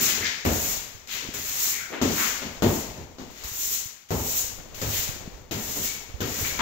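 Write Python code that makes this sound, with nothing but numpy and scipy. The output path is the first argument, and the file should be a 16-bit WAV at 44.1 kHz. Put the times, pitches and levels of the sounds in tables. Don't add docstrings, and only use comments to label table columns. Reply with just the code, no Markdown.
import sys
import numpy as np
from scipy import signal
from scipy.fft import rfft, irfft
from scipy.io import wavfile

SR = 44100
rng = np.random.default_rng(int(sys.argv[2]) if len(sys.argv) > 2 else 0)


def inscribe(sig):
    pcm = np.round(np.clip(np.atleast_2d(sig).T, -1, 1) * 32767)
    wavfile.write(sys.argv[1], SR, pcm.astype(np.int16))


N = 291501


def sweeping():
    # landing t/s, push length/s, landing hiss/dB, full-speed hiss/dB, full-speed grit/dB
    strokes = [(-0.1, 0.18, -10, -21.5, -30), (0.449, 0.25, -29.5, -23, -38),
               (1.073, 0.046, -69, -34, -36.5), (1.338, 0.34, -35.5, -21.5, -37.5),
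               (2.017, 0.22, -41.5, -22.5, -32.5), (2.622, 0.14, -33.5, -29.5, -41),
               (3.183, 0.027, -82, -60, -53.5), (3.303, 0.092, -88, -54, -45),
               (3.437, 0.29, -38.5, -22, -43), (4.088, 0.02, -55, -51, -50.5),
               (4.106, 0.27, -36, -22, -41.5), (4.745, 0.065, -47, -37, -46),
               (4.815, 0.18, -33.5, -23, -40), (5.511, 0.34, -38, -25, -41), (6.205, 0.26, -42, -26, -37)]
    # f/Hz, level/dB
    bristle_spectrum = [(500, -49), (1500, -51), (3500, -12.5), (6000, -7.5), (10000, 3), (16000, 3)]
    # f/Hz, level/dB
    grit_spectrum = [(200, -15), (800, -12), (1500, -6), (2200, -2), (3000, -3.5), (5000, -1),
                     (10000, -2.5)]
    hiss_fade_db_per_s, grit_fade_db_per_s = 129, 58
    snap_s, hiss_snap_db, grit_snap_db = 0.0053, 13, 16
    grit_follows = 0.31
    t = np.arange(N) / SR
    hiss_db, grit_db = np.zeros((2, N))
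    for start_s, push_s, landing_db, full_db, rasp_db in strokes:
        landed = t >= start_s
        age = t[landed] - start_s
        below_full_db = (full_db - landing_db) * np.maximum(1 - age / push_s, 0) ** 1.3
        lifted_s = np.maximum(age - push_s, 0)
        snap = np.exp(-age / snap_s)
        hiss_db[landed] = full_db - below_full_db - hiss_fade_db_per_s * lifted_s + hiss_snap_db * snap
        grit_db[landed] = (rasp_db - grit_follows * below_full_db
                           - grit_fade_db_per_s * lifted_s + grit_snap_db * snap)
    flicker = from_db(1.5 * drift(rate_hz=40))
    hiss = colour(grains(per_s=14000, spread_db=2.5), bristle_spectrum)
    grit = colour(grains(per_s=5000, spread_db=3.0), grit_spectrum)
    hiss *= from_db(hiss_db) * flicker / np.std(band(hiss, 11840, 14600))
    grit *= from_db(grit_db + 0.5 * drift(rate_hz=18)) / np.std(band(grit, 1380, 4610))
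    return hiss + grit


def knocks():
    # t/s, thud level/dB, crack against thud/dB, boom against thud/dB
    blows = [(0.003, -19, -15, -20), (0.176, -20, 5, -13), (0.452, -5, -4, -12), (1.227, -25.5, -4, -12),
             (1.344, -28, -13, -4), (2.015, -6.5, -2.5, -10), (2.42, -22, 8, -6), (2.623, -2.5, -4.5, -11),
             (2.964, -27, -3, -3), (3.185, -24.5, 1.5, -32), (4.107, -7, -13, -8), (4.817, -14.5, 2, -3.5),
             (5.511, -15, 4, -16), (5.761, -19.5, -11, -13), (6.205, -13, 4, -8), (6.39, -21.5, -13, -1),
             (6.592, -15.5, 8.5, -12)]
    # f/Hz, level/dB
    thud_spectrum = [(120, -2), (230, 1), (320, 6), (450, -0.5), (700, 2), (1000, -14.5), (1500, -7),
                     (2500, -27.5)]
    # f/Hz, level/dB
    slab_spectrum = [(30, -41), (65, 7), (120, 3), (200, -12.5), (400, -31)]
    settle_s, rattle_shares = 0.0079, [[.5], [.5], [2]]
    forces = np.zeros((3, N + SR))
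    t = np.arange(round(.1 * SR)) / SR
    for start_s, thud_db, crack_db, boom_db in blows:
        rattle = np.exp(-t / settle_s) * rng.standard_normal((3, len(t))) / np.sqrt(settle_s * SR)
        blow = rattle * rattle_shares
        blow[:, 0] = 1
        at = round(start_s * SR)
        forces[:, at:at + len(t)] += from_db(thud_db + np.array([[0], [boom_db], [crack_db]])) * blow
    bodies = (lambda x: colour(x, thud_spectrum),
              lambda x: colour(x, slab_spectrum),
              lambda x: band(x, 600, 5800))
    click = signal.unit_impulse(SR // 10)
    return sum(body(force[:N]) / np.max(np.abs(body(click))) for body, force in zip(bodies, forces))


def scuffs():
    # t/s, length/s, level/dB, f/Hz, width/Hz
    drags = [(0.057, 0.068, -30.5, 3100, 2390), (0.208, 0.094, -28.5, 2010, 790),
             (0.232, 0.07, -25, 4470, 3040), (1.073, 0.16, -34, 3240, 2340), (1.689, 0.17, -39, 2170, 510),
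             (1.796, 0.046, -38.5, 1530, 302), (1.894, 0.083, -35, 430, 380),
             (1.91, 0.091, -35, 2000, 2400), (2.16, 0.12, -28.5, 1860, 1600),
             (4.9, 0.13, -31.5, 3850, 3400), (5.862, 0.065, -40.5, 2240, 90),
             (5.818, 0.13, -36.5, 3700, 3030), (6.435, 0.026, -30.5, 2290, 200),
             (6.437, 0.042, -31, 2920, 3240), (6.585, 0.056, -23.5, 1540, 1600)]
    echo_t60_s, catch_share = 0.74, 0.23
    out = np.zeros((2, N + SR))
    t = np.arange(SR) / SR
    for start_s, length_s, level_db, hz, width_hz in drags:
        catch = np.minimum(t / (catch_share * length_s), 1)
        drag = catch * np.maximum(1 - (t / length_s) ** 2, 0)
        chatter = 0.48 * drag * rms_one(grains(per_s=2500, spread_db=4.0)[:SR])
        echo = np.sqrt(store(drag ** 2, echo_t60_s / np.log(1e6))) * rng.standard_normal((2, SR))
        rubber = band(chatter + echo, hz - width_hz / 2, hz + width_hz / 2)
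        at = round(start_s * SR)
        out[:, at:at + SR] += from_db(level_db) * np.sqrt(SR / 2 / width_hz) * rubber
    return out[:, :N]


def rooms(source):
    # f/Hz, t60/s, left-right likeness (clipped to -1..1)
    reverb = [(60, 0.37, 0.92), (197, 0.62, 1), (397, 0.57, 0.71), (810, 0.91, 0.51), (1400, 0.61, -0.26),
              (3700, 0.46, 0.024), (7700, 0.42, -1.08), (14400, 0.068, 0.57)]
    # f/Hz, width/Hz, gain/dB
    standing_waves = [(83, 37, 4.5), (118, 6.6, 0), (149.8, 5.5, 7), (226, 40, 7.5), (314, 11, 0.5),
                      (415, 86, 4)]
    direct_db, build_up_s, max_lag_s = -9, 0.0027, 0.00042
    edges_hz = 30 * 2 ** np.arange(0, 9.6, .5)
    white = rng.standard_normal((2, 2, N))
    field = np.zeros((2, N))
    for k, (low, high) in enumerate(zip(edges_hz, np.minimum(edges_hz[1:], .47 * SR))):
        hz = np.sqrt(low * high)
        fed = store(band(source, low, high) ** 2, build_up_s)
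        energy = store(fed, at_hz(reverb, hz) / np.log(1e6))
        mid, side = band(white[k % 2], low, high)
        alike = np.clip(at_hz(reverb, hz, column=2), -1, 1)
        pair = np.sqrt(1 + alike) * mid + np.sqrt(1 - alike) * side * [[1], [-1]]
        field += rms_one(pair) * np.sqrt(energy)
    for hz, width_hz, gain_db in standing_waves:
        b, a = signal.iirpeak(hz, hz / width_hz, fs=SR)
        field += (from_db(gain_db) - 1) * signal.lfilter(b, a, field)
    lag = np.round(max_lag_s * SR * np.tanh(drift(rate_hz=1.0)))
    samples = np.arange(N)
    direct = np.array([source, np.interp(samples - lag, samples, source)])
    return field + from_db(direct_db) * direct


def handling():
    # t/s, level/dB, f/Hz, left against right/dB
    finger_bumps = [(0.949, -43, 106, -14), (1.289, -28, 286, -12), (3.448, -33, 59.5, 0.5),
                    (3.516, -38.5, 96, 9), (3.857, -40, 102, -9), (4.991, -32.5, 91, -10),
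                    (5.09, -35, 123, -28), (5.276, -26.5, 192, 1), (5.341, -37, 57.4, -10),
                    (6.142, -35.5, 65, -24), (6.428, -28, 110, 9)]
    # t/s, level/dB
    rumble_levels = [(0.0, -78), (0.72, -39), (0.9, -55.5), (1.948, -57), (2.13, -53), (2.83, -44),
                     (3.13, -51.5), (3.75, -50.5), (4.05, -70), (4.2, -44), (5.38, -47), (5.47, -52.5),
                     (5.55, -45.5), (6.08, -48.5), (6.25, -48), (6.61, -38.5)]
    # f/Hz, level/dB
    rumble_spectrum = [(20, -2), (40, 0.5), (90, -2.5), (200, -10), (500, -7.5), (1500, -21)]
    ring_cycles = 4.7
    bumps = np.zeros((2, N))
    t = np.arange(round(.06 * SR)) / SR
    for start_s, level_db, hz, pan_db in finger_bumps:
        bump = np.sin(2 * np.pi * hz * t) * from_db(level_db) * 1000 ** (-t * hz / ring_cycles)
        at = round(start_s * SR)
        bumps[:, at:at + len(t)] += bump * from_db([[pan_db / 2], [-pan_db / 2]])
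    shared, left, right = (colour(rng.standard_normal(N), rumble_spectrum) for _ in range(3))
    times_s, rumble_db = np.transpose(rumble_levels)
    lumps = from_db(np.interp(np.arange(N) / SR, times_s, rumble_db) + 2.5 * drift(rate_hz=12))
    return bumps + lumps * rms_one(shared + 1.4 * np.array([left, right]))


def grains(per_s, spread_db):
    sizes = from_db(spread_db * np.minimum(rng.exponential(1, N), 5)) * rng.choice([-1, 1], N)
    return sizes * (rng.random(N) < per_s / SR)


def drift(rate_hz):
    hop, run_in = 40, 2000
    pole = np.exp(-2 * np.pi * rate_hz * hop / SR)
    white = rng.standard_normal(N // hop + run_in + 2)
    slow = signal.lfilter([1], [1, -2 * pole, pole * pole], white)[run_in:]
    return np.interp(np.arange(N) / hop, np.arange(len(slow)), rms_one(slow))


def store(power, seconds):
    keep = np.exp(-1 / (seconds * SR))
    return signal.lfilter([1 - keep], [1, -keep], power)


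def colour(x, spectrum, column=1):
    size = 4096
    gain = from_db(at_hz(spectrum, np.fft.rfftfreq(size, 1 / SR), column))
    cepstrum = irfft(np.log(gain))
    cepstrum[1:size // 2] *= 2
    cepstrum[size // 2 + 1:] = 0
    return signal.fftconvolve(x, irfft(np.exp(rfft(cepstrum))))[:len(x)]


def band(x, low_hz, high_hz):
    return signal.sosfilt(signal.butter(2, [low_hz, high_hz], "band", fs=SR, output="sos"), x)


def at_hz(table, hz, column=1):
    rows = np.array(table)
    return np.interp(np.log(np.maximum(hz, 1)), np.log(rows[:, 0]), rows[:, column])


def from_db(db):
    return 10 ** (np.asarray(db) / 20)


def rms_one(x):
    return x / np.sqrt(np.mean(x ** 2) + 1e-20)


def scene():
    return rooms(sweeping() + knocks()) + scuffs() + handling()


def record(dry):
    # f/Hz, left level/dB, right level/dB
    ports = [(101, 4.5, 5.5), (570, 4.5, -0.5), (860, 6.5, -2), (2260, 4.5, 1.5), (2870, 4, -8.5),
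             (4170, 2, -9), (5280, 2, -18.5), (6980, 6.5, -25), (8120, -8, -27), (9440, -21.5, -26),
             (11850, -13, -8.5), (15200, -12, -4)]
    cutoff_hz = 15720
    ported = np.array([colour(dry[0], ports, column=1), colour(dry[1], ports, column=2)])
    return signal.sosfilt(signal.ellip(12, .5, 60, cutoff_hz, fs=SR, output="sos"), ported)


dry = scene()
out = record(dry)
inscribe(out)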